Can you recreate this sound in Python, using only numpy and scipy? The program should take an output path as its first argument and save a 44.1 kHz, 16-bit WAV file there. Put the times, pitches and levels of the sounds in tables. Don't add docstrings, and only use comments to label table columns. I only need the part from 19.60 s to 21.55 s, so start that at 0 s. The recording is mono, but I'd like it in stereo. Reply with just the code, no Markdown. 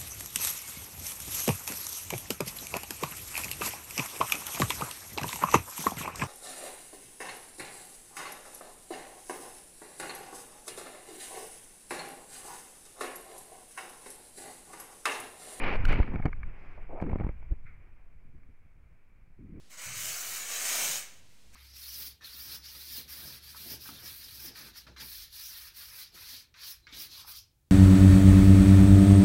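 import sys
import numpy as np
from scipy import signal
from scipy.fft import rfft, irfft
from scipy.io import wavfile
from scipy.ndimage import uniform_filter1d

SR = 44100
rng = np.random.default_rng(int(sys.argv[2]) if len(sys.argv) > 2 else 0)


def dump_mix(stems):
    frames = np.atleast_2d(stems).T
    limited = np.clip(frames, -1, 1)
    pcm = np.round(limited * 32767).astype(np.int16)
    wavfile.write(sys.argv[1], SR, pcm)


N = 85995
TIME = np.arange(N) / SR
HZ = np.fft.rfftfreq(2 * N, 1 / SR)

# time in seconds, level in dB.
PULL = [(0.092, -68), (0.104, -52), (0.168, -54), (0.179, -44.5), (0.205, -47), (0.216, -43),
        (0.329, -42.5), (0.385, -38.5), (0.477, -37.5), (0.641, -40), (0.771, -38), (0.835, -42),
        (0.875, -40), (0.9, -36.5), (1.0, -36), (1.09, -31.5), (1.167, -32), (1.235, -29.5), (1.3, -33),
        (1.375, -36), (1.463, -58), (1.6, -68.5)]
# time in seconds, level in dB.
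NUDGE = [(1.6, -103.5), (1.7, -70.5), (1.91, -78), (1.945, -51)]
# start in seconds, strength in dB.
KNOCKS = [(0.126, -35.5), (0.216, -28), (0.2595, -27), (0.315, -31), (0.4612, -24), (0.492, -17.5),
          (0.6085, -20.5), (0.620, -37), (0.742, -21.5), (0.806, -29), (0.8975, -23), (1.102, -22),
          (1.146, -17), (1.233, -23), (1.245, -16), (1.271, -25), (1.279, -22), (1.312, -11.5),
          (1.3555, -15.5)]
# frequency in Hz, relative level in dB.
HISS_TONE = [(1800, -40), (3000, -6.5), (3400, -10), (3900, -6), (4700, -8.5), (5500, -4), (6100, -1.5),
             (7000, 0), (7400, -3), (8400, -2), (9900, -8), (11500, -9), (13100, -6), (15200, -9),
             (15700, -7), (16100, -32)]
# time in seconds, boost or cut in dB.
FIZZ = [(.11, -2), (.17, -6), (.25, -0.5), (.32, -6.5), (.39, 2.5), (.6, 1), (.72, 2.3), (.87, -1),
        (1.05, -1), (1.25, -0.5), (1.33, -0.5), (1.4, -0.5)]
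# frequency in Hz, relative level in dB.
BODY_TONE = [(590, -44), (1000, -6), (1260, 0), (1380, -1.5), (2070, 1.5), (2160, 4.5), (2780, -4.5),
             (3600, -16.5), (4680, -40), (7920, -120)]
# frequency in Hz, relative level in dB.
DRONE_TONE = [(125, -41), (180, -12), (250, -14.5), (315, -13), (410, -11), (520, -4.5), (700, -1),
              (1200, -7), (1700, -19.5), (2600, -56.5)]
# pitch in Hz, relative level in dB, seconds to fade by 60 dB.
RAIL_NOTES = [(1528, -26.5, 0.089), (2240, -25, 0.19), (2470, -26, 0.056), (2640, -36, 0.21),
              (3125, -20.5, 0.094), (4000, -22, 0.041), (4492, -19.5, .1), (5010, -20, 0.077),
              (5430, -20, 0.086), (6220, -24, 0.08), (6820, -18.5, 0.11), (7054, -17, 0.11),
              (7700, -18, 0.068)]
# time in seconds, then body, drone and ring gains in dB.
RAIL_DRIVE = [(.1, -2, -15.5, 2), (.26, -2.5, -18, 0), (.39, -5, -22, 4), (.48, -7.5, -18.5, 3),
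              (.62, -6, -18.5, 2), (.77, -5.5, -16, 1), (.87, -5.5, -15.5, -0.5), (1.06, -5, -17, 0.5),
              (1.22, -7, -16.5, -3), (1.36, -8.5, -18.5, -5), (1.48, -3.5, -25, -4)]
# start in seconds, seconds until fading, level in dB, pitch in Hz.
STEPS = [(0, 0.026, -65, 55), (0.25, 0.13, -55, 117.5), (0.41, 0.091, -59, 102.5), (.67, 0.083, -67.5, 104),
         (1.177, 0.19, -62.5, 139), (1.55, 0.13, -65, 83), (1.844, 0.079, -62.5, 60)]
# frequency in Hz, seconds to fade by 60 dB.
ROOM_FADE = [(150, 1), (1000, 0.52), (3000, 0.61), (7000, 0.43), (15000, 0.28)]
# frequency in Hz, left minus right in dB.
BALANCE = [(250, 0.5), (600, -0.5), (1200, -0.5), (1800, -2), (2800, -2), (4200, -6.5), (6400, -10),
           (8000, 6), (9800, 4.5), (12000, -3.5), (15000, -3.5)]
# frequency in Hz, likeness (1 is the same, 0 is unrelated).
LIKENESS = [(60, 1), (250, 0.89), (600, 0.86), (1200, -0.13), (2500, 0.051), (16000, 0.11)]
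# frequency in Hz, relative level in dB.
AIR_TONE = [(20, -3.5), (45, 0), (70, -14), (120, -7), (200, -6.5), (350, -13.5), (700, -17.5),
            (2000, -15.5), (4000, -14.5), (8000, -19), (10500, -23.5), (16000, -36)]

RUNNER_GROUPS, KNOCK_FADE_S = 2, 0.00065
SLIPS_PER_S, SLIP_SPREAD_DB, RUB_SHARE = 1100, 3.4, 0.49
CHATTER_LOW_HZ, CHATTER_HIGH_HZ, CHATTER_DB = 25, 110, 0.5
HISS_DB, FIZZ_ABOVE_HZ = 0.87, 9400
BODY_DB, NOTE_DRIFT_DB, NOTE_DRIFTS_PER_S = 1, 4.5, 3.77
STEP_RISE_S, STEP_FADE_S, STEP_WIDTH_OCTAVES = 0.012, 0.054, 0.46
DIRECT_DB, EARLY_DB, TAIL_DB = -8.5, 0.5, -6
EARLY_ECHOES_PER_S, EARLY_FADE_S = 900, 0.012
PLACE_S = 0.11
AIR_DB, TREBLE_LIMIT_HZ, OFFSET = -62, 15850, 0.0029


def runners(knocks):
    pull_db = np.interp(TIME, *np.transpose(PULL), left=-100, right=-100)
    nudge_db = np.interp(TIME, *np.transpose(NUDGE), left=-100)
    force = friction() * amp(np.maximum(pull_db, nudge_db)) / np.sqrt(RUNNER_GROUPS)
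    t = TIME[:SR // 100]
    for start, db in knocks:
        burst = np.exp(-t / KNOCK_FADE_S) * rng.standard_normal(len(t)) / 2
        add(force, start, amp(db) * burst)
    return hiss(force) + rail(force)


def friction():
    sizes = amp(SLIP_SPREAD_DB * np.minimum(rng.exponential(1, N), 4))
    slips = sizes * rng.choice([-1, 1], N) * (rng.random(N) < SLIPS_PER_S / SR)
    rub = rng.standard_normal(N)
    force = np.sqrt(1 - RUB_SHARE) * unit(slips) + np.sqrt(RUB_SHARE) * rub
    force *= amp(CHATTER_DB * chatter())
    return force / np.sqrt(uniform_filter1d(force ** 2, size=2600) + 1e-9)


def chatter():
    band = np.exp(-(HZ / CHATTER_HIGH_HZ) ** 2) * (1 - np.exp(-(HZ / CHATTER_LOW_HZ) ** 2))
    return band_noise(band)


def hiss(force):
    sound = colour(force, HISS_TONE)
    high_pass = 1 - 1 / (1 + (HZ / FIZZ_ABOVE_HZ) ** 20)
    top = irfft(rfft(sound, 2 * N) * high_pass)[:N]
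    fizz = top * amp(np.interp(TIME, *np.transpose(FIZZ)))
    return amp(HISS_DB) * (sound - top + fizz)


def rail(force):
    times, *gains_db = np.transpose(RAIL_DRIVE)
    body, drone, ring = (force * amp(np.interp(TIME, times, db)) for db in gains_db)
    return amp(BODY_DB) * colour(body, BODY_TONE) + ringing(ring) + colour(drone, DRONE_TONE)


def ringing(force):
    t, out = TIME[:SR // 5], np.zeros(N)
    for hz, db, fade_s in RAIL_NOTES:
        note = unit(amp(-60 * t / fade_s) * np.cos(2 * np.pi * hz * t)) / np.sqrt(len(t))
        drift = np.interp(TIME * NOTE_DRIFTS_PER_S, np.arange(64), rng.standard_normal(64))
        swell = unit(amp(NOTE_DRIFT_DB * drift))
        out += amp(db) * signal.oaconvolve(force * swell, note)[:N]
    return out


def steps():
    out = np.zeros(N)
    for start, length, db, hz in STEPS:
        octaves_away = np.log2((HZ + 1) / hz)
        thud = band_noise(np.exp(-0.5 * (octaves_away / STEP_WIDTH_OCTAVES) ** 2))
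        t = TIME - start
        rise = np.clip(t / STEP_RISE_S, 0, 1)
        fade = np.exp(-np.maximum(t - length, 0) / STEP_FADE_S)
        out += amp(db) * thud * rise * fade
    return out


def bedroom(sound):
    out, hop = np.zeros((2, N)), round(PLACE_S * SR)
    padded = np.pad(sound, (hop, 2 * hop))
    window = np.sin(np.pi * np.arange(2 * hop) / (2 * hop))
    for start in range(0, N + hop, hop):
        piece = padded[start:start + 2 * hop] * window
        heard = signal.fftconvolve(piece[None], echoes(), axes=1)
        for channel, echoed in zip(out, heard):
            add(channel, (start - hop) / SR, echoed[max(hop - start, 0):])
    return stereo(out)


def echoes():
    t = TIME[:SR * 2 // 3]
    shape = (2, len(t))
    hz, age, noise = signal.stft(rng.standard_normal(shape), SR, nperseg=256)
    fade = amp(-60 * age / look_up(ROOM_FADE, hz)[:, None])
    tail = signal.istft(noise * fade, SR, nperseg=256)[1][:, :len(t)]
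    bounces = rng.standard_normal(shape) * (rng.random(shape) < EARLY_ECHOES_PER_S / SR)
    early = bounces * np.exp(-t / EARLY_FADE_S)
    out = sum(amp(db) * part / np.linalg.norm(part, axis=1, keepdims=True)
              for db, part in [(TAIL_DB, tail), (EARLY_DB, early)])
    out[[0, 1], rng.integers(0, 20, 2)] += amp(DIRECT_DB)
    return out / np.linalg.norm(out[0])


def air():
    return amp(AIR_DB) * unit(stereo(colour(rng.standard_normal((2, N)), AIR_TONE)))


def stereo(sounds):
    likeness = look_up(LIKENESS, HZ)
    first, second = rfft(sounds, 2 * N)
    mid = first * np.sqrt((1 + likeness) / 2)
    side = second * np.sqrt((1 - likeness) / 2)
    return irfft(np.array([mid + side, mid - side]))[:, :N]


def colour(sound, tone):
    db = look_up(tone, HZ)
    gain = unit(amp(np.maximum(db, db.max() - 80)))
    log_gain = np.log(np.concatenate([gain, gain[-2:0:-1]]))
    response = np.exp(np.conj(signal.hilbert(log_gain)))[:N + 1]
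    return irfft(rfft(sound, 2 * N) * response)[..., :N]


def band_noise(band):
    return unit(irfft(rfft(rng.standard_normal(2 * N)) * band)[:N])


def look_up(table, hz):
    row_hz, values = np.transpose(table)
    return np.interp(np.log(hz + 1), np.log(row_hz + 1), values)


def add(mix, start_s, sound):
    part = mix[max(round(start_s * SR), 0):][:len(sound)]
    part += sound[:len(part)]


def amp(db):
    return 10 ** (np.asarray(db) / 20)


def unit(x):
    return x / np.sqrt(np.mean(x ** 2) + 1e-20)


def scene():
    net = sum(bedroom(runners(KNOCKS[k::RUNNER_GROUPS])) for k in range(RUNNER_GROUPS))
    balance = amp(np.array([[0.5], [-0.5]]) * look_up(BALANCE, HZ))
    return irfft(rfft(net, 2 * N) * balance)[:, :N] + steps() + air()


def record(dry):
    low_pass = signal.firwin(511, TREBLE_LIMIT_HZ, window=("kaiser", 9), fs=SR)
    return OFFSET + signal.oaconvolve(dry, low_pass[None], "same")


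dry = scene()
out = record(dry)
dump_mix(out)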